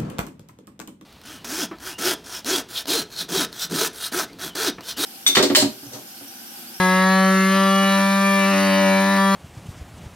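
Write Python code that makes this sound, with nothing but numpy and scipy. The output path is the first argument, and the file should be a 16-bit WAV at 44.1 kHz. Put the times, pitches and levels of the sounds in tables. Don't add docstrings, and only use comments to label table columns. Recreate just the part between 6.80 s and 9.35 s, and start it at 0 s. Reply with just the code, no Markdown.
import sys
import numpy as np
from scipy import signal
from scipy.fft import rfft, irfft, next_fast_len
from scipy.io import wavfile
from scipy.ndimage import uniform_filter1d

SR = 44100
rng = np.random.default_rng(int(sys.argv[2]) if len(sys.argv) > 2 else 0)


def dump(signal):
    limited = np.clip(np.atleast_2d(signal).T, -1, 1)
    pcm = np.round(limited * 32767).astype(np.int16)
    wavfile.write(sys.argv[1], SR, pcm)


N = 112454
TIME = np.arange(N) / SR

# t/s, stroke rate/Hz, level/dB
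STROKE_HUM = [(0.06, 184.6, -20.9), (0.18, 186.4, -19.8), (0.31, 188.9, -18.5), (0.45, 190.1, -17.5),
              (0.66, 190.9, -18), (0.77, 193.3, -18.9), (1.2, 195.4, -19.5), (1.48, 196.3, -19.6),
              (1.6, 195.5, -20.5), (1.65, 194.2, -20), (1.7, 196.4, -20), (1.75, 193.8, -20),
              (1.83, 195.4, -20), (1.92, 193.1, -19.5), (2.0, 194.5, -20.2), (2.07, 192.6, -19),
              (2.14, 192.9, -19.5), (2.24, 194.3, -20), (2.32, 196.4, -20), (2.38, 194.8, -19.5),
              (2.48, 195.1, -19)]


def undb(db):
    return 10 ** (np.asarray(db) / 20)


def over_time(rows, col=1):
    rows = np.array(rows, float)
    return np.interp(TIME, rows[:, 0], rows[:, col])


def over_frequency(rows, hz, log=True):
    freqs, values = np.array(rows, float).T
    return np.interp(np.log(hz + 1), np.log(freqs + 1), values) if log else np.interp(hz, freqs, values)


def wander(rate_hz, count=1):
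    hold = max(int(SR / rate_hz), 2)
    steps = np.repeat(rng.standard_normal((count, 2000))[:, :N // hold + 1], hold, axis=1)
    return 1.46 * uniform_filter1d(uniform_filter1d(steps, hold), hold)[:, :N]


def filtered(x, gain):
    size = next_fast_len(N)
    freqs = np.arange(size // 2 + 1) * SR / size
    return irfft(rfft(x, size) * gain(freqs), size)[..., :N]


def panel_shudder(bite, centre_hz=55, level_db=-68):
    rumble = filtered(rng.standard_normal(N), lambda f: np.exp(-(np.log((f + 1) / centre_hz) / .3) ** 2))
    return bite * undb(level_db) * rumble / rumble.std()


def air_sizzle(centre_hz=10040, width_hz=220, level_db=-56, full_at_s=1.27):
    sizzle = filtered(rng.standard_normal(N), lambda f: np.exp(-((f - centre_hz) / width_hz) ** 2))
    fade_in = np.clip(10 * (TIME - full_at_s) + 1, 0, 1)
    return fade_in * undb(level_db + 2 * wander(10)[0]) * sizzle / sizzle.std()


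def air_and_chips(phase, bite, rasp_top_hz=4300):
    # f/Hz, level in each hertz/dB
    spectrum = [(30, -98), (60, -90), (130, -82), (250, -76.5), (500, -84), (1000, -75), (2000, -73),
                (2700, -75), (3400, -77.5), (4200, -74), (7500, -73.5), (10000, -73), (12500, -79),
                (16000, -79.5)]
    # t/s, change/dB
    treble_swell = [(0, 1.5), (.3, -2), (1., 0.5), (1.5, 0), (2.5, -2)]
    # middle t/s, length/s, lift/dB
    scrapes = [(0.185, 0.29, 3), (2.08, .05, 1), (2.266, 0.045, 1.5), (2.369, 0.042, 2)]
    scrape_db = sum(db * np.exp(-(2 * (TIME - middle) / length) ** 2) for middle, length, db in scrapes)
    rasp_db = 4.5 * bite ** .25
    hiss = np.zeros(N)
    for hz in 30 * 2 ** np.arange(0, 9.5, .5):
        treble = np.clip(hz / 3000, 0, 1)
        puff_db = 2.5 * np.sin(phase + 2 * rng.standard_normal()) + bite * np.sin(phase / 2)
        flicker_db = (1 - treble / 2) * wander(15)[0]
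        crackle_db = 1.2 * wander(700)[0]
        db = flicker_db + treble * (puff_db + crackle_db + over_time(treble_swell))
        if hz < rasp_top_hz:
            db += rasp_db + min(hz / 1000, 1) * scrape_db
        hump = lambda f: np.cos(np.pi * np.clip(np.log2((f + 1) / hz), -.5, .5))
        noise = filtered(rng.standard_normal(N), lambda f: hump(f) * undb(over_frequency(spectrum, f)))
        hiss += undb(db) * noise
    return hiss * np.sqrt(SR / 2)


def ringing_db(k):
    # start t/s, length/s, multiple of the stroke rate, change/dB
    swells = [(0, .24, 11, 9), (.3, .25, 21, 7), (.52, .24, 4, -8), (.74, .42, 7, 3), (.5, .22, 24, -11),
              (.7, .62, 17, 5), (.76, .42, 15, 5), (1.2, .4, 15, -7), (1.1, .32, 2, -4), (1.44, .22, 12, 6),
              (1.67, .2, 12, -5), (.55, .13, 11, 5), (2.39, .2, 20, 4), (.3, .2, 23, 4), (.25, .22, 4, 4),
              (.56, .16, 3, -4), (.3, .35, 14, 9), (.68, .2, 16, 6), (.7, .85, 10.5, -8),
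              (2.22, .17, 3, -2), (2.07, .32, 10.5, -5), (1.58, .16, 14.5, 10), (1.58, .16, 13.5, 9),
              (2.1, .45, 15, -6), (.28, .25, 16, 7), (2.2, .35, 12, -6), (.72, .45, 20, 4),
              (2.22, .17, 14, -9), (1.3, .3, 21, -5)]
    edge_s = .02
    return sum(db * np.clip(np.minimum(TIME - start, start + length - TIME) / edge_s + .5, 0, 1)
               for start, length, multiple, db in swells if round(2 * multiple) == 2 * k)


def panel_tone(phase, k, db, waver):
    level_drift, phase_drift = waver * wander(8, count=2)
    patchy_db = 2.5 * (k > 12) * wander(14)[0]
    gain = undb(db + ringing_db(k) + patchy_db) * np.sqrt(2) * np.abs(1 + level_drift)
    offset = (.5 + .25 * k) * rng.standard_normal()
    return -gain * np.cos(k * phase + offset + 2 * phase_drift)


def saw_blade(phase, bite):
    # t/s, depth from 0 to 1
    cut_depth = [(.06, 0.31), (.5, 0.26), (.8, 0.49), (1.05, 0.94), (1.6, 1), (2.48, 0.75)]
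    # t/s, change/dB
    fifth_lift = [(.06, 4.5), (.3, 0), (.68, -9.5), (.8, -3.5), (1.04, -14), (1.16, -4), (2.1, 0),
                  (2.3, 5.5), (2.48, 0.5)]
    # blade shallow/dB, sunk/dB, biting/dB, growl half a multiple lower/dB
    overtones = [(-19, -20, -20, -48.5), (-26.5, -35.5, -35.5, -32), (-23.5, -28.5, -24, -53.5),
                 (-33.5, -34, -35, -39.5), (-31, -27, -32.5, -36.5), (-28, -23.5, -33, -32.5),
                 (-26, -33, -38, -35.5), (-40.5, -36.5, -49, -35), (-27.5, -26, -31.5, -33),
                 (-29.5, -37, -35, -38), (-34.5, -44, -44, -33), (-41.5, -31.5, -31, -38.5),
                 (-48.5, -48.5, -38, -42), (-49, -45, -41.5, -43), (-47, -40.5, -41.5, -41.5),
                 (-42.5, -53, -47, -42.5), (-47, -43, -67, -48), (-50, -45, -57, -49.5),
                 (-50, -48, -61, -52), (-51.5, -43.5, -59, -39), (-47, -45.5, -44.5, -48),
                 (-45, -48, -61, -51), (-43.5, -50.5, -55, -51), (-45, -51.5, -76, -49)]
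    depth = np.clip(over_time(cut_depth), 0, 1)
    sound = panel_tone(phase, 1, over_time(STROKE_HUM, col=2), waver=0)
    for k, (shallow_db, sunk_db, biting_db, growl_db) in enumerate(overtones, 1):
        db = shallow_db + (sunk_db - shallow_db) * depth
        db += (biting_db - db) * np.clip(bite, 0, 1) ** 2
        if k == 5:
            db += over_time(fifth_lift)
        if k > 1:
            sound += panel_tone(phase, k, db, waver=.14 + .012 * k)
        growl = bite ** (1 - .026 * k)
        sound += growl * panel_tone(phase, k - .5, growl_db, waver=.12 + .012 * k)
    for step in range(12):
        k = len(overtones) + 1 + step
        fall_db = .05 * step
        sound += panel_tone(phase, k, -54.5 - fall_db, waver=.69)
        sound += np.sqrt(bite) * panel_tone(phase, k - .5, -56.5 - fall_db, waver=.27)
    return sound


def air_saw(phase, bite):
    return saw_blade(phase, bite) + air_and_chips(phase, bite) + panel_shudder(bite) + air_sizzle()


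def scene():
    # t/s, strength/dB
    biting = [(.06, -20), (.22, -20), (.36, -30), (.67, -25), (.77, -9), (.805, -23), (.83, -11),
              (.85, -19), (.88, -13), (.91, -32), (.97, -30), (1.04, -6), (1.08, -23), (1.11, -9),
              (1.14, -21), (1.19, -4), (1.24, -19), (1.27, -11), (1.3, -17), (1.34, -12), (1.41, -27),
              (1.53, -21), (1.59, -10), (1.65, -8), (1.69, -13), (1.74, 0), (2.0, 0.5), (2.27, -1.5),
              (2.315, -3), (2.378, -2), (2.388, -18), (2.48, -25)]
    # f/Hz, gain
    reflection = [(60, .03), (1200, .04), (2200, .25), (4500, .4), (6000, .35)]
    reflection_top = (7000, .28)
    # f/Hz, lead/radians
    low_lead = [(0, 0), (780, 0.49), (1980, 0), (2410, 1.06), (3190, 0.46), (4570, 0.24)]
    # f/Hz, lead/half-turns
    high_lead = [(7000, .93), (8250, 1.07), (10500, 1.93), (11700, 2.07), (13700, 2.93), (15100, 3.07),
                 (16000, 3.3)]
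    # f/Hz, left minus right/dB
    balance = [(60, 1), (200, 0.5), (380, 3.5), (700, 5.5), (1290, 2), (2380, -0.5), (4400, 1),
               (8120, -0.5)]
    phase = 2 * np.pi * np.cumsum(over_time(STROKE_HUM)) / SR
    bite = undb(over_time(biting))
    direct = air_saw(phase, bite)
    reflected = filtered(air_saw(phase, bite), lambda f: over_frequency(reflection + [reflection_top], f))
    lead = low_lead + [(hz, np.pi * half_turns) for hz, half_turns in high_lead]
    channels = []
    for side in (.5, -.5):
        gain = lambda f: undb(side * over_frequency(balance, f))
        shift = lambda f: np.exp(1j * side * over_frequency(lead, f, log=False))
        channels.append(filtered(direct, lambda f: gain(f) * shift(f)) + np.sign(side) * reflected)
    return np.array(channels)


def record(dry):
    top_hz = 16000
    return signal.sosfilt(signal.ellip(12, .2, 80, top_hz, fs=SR, output="sos"), dry)


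dry = scene()
out = record(dry)
dump(out)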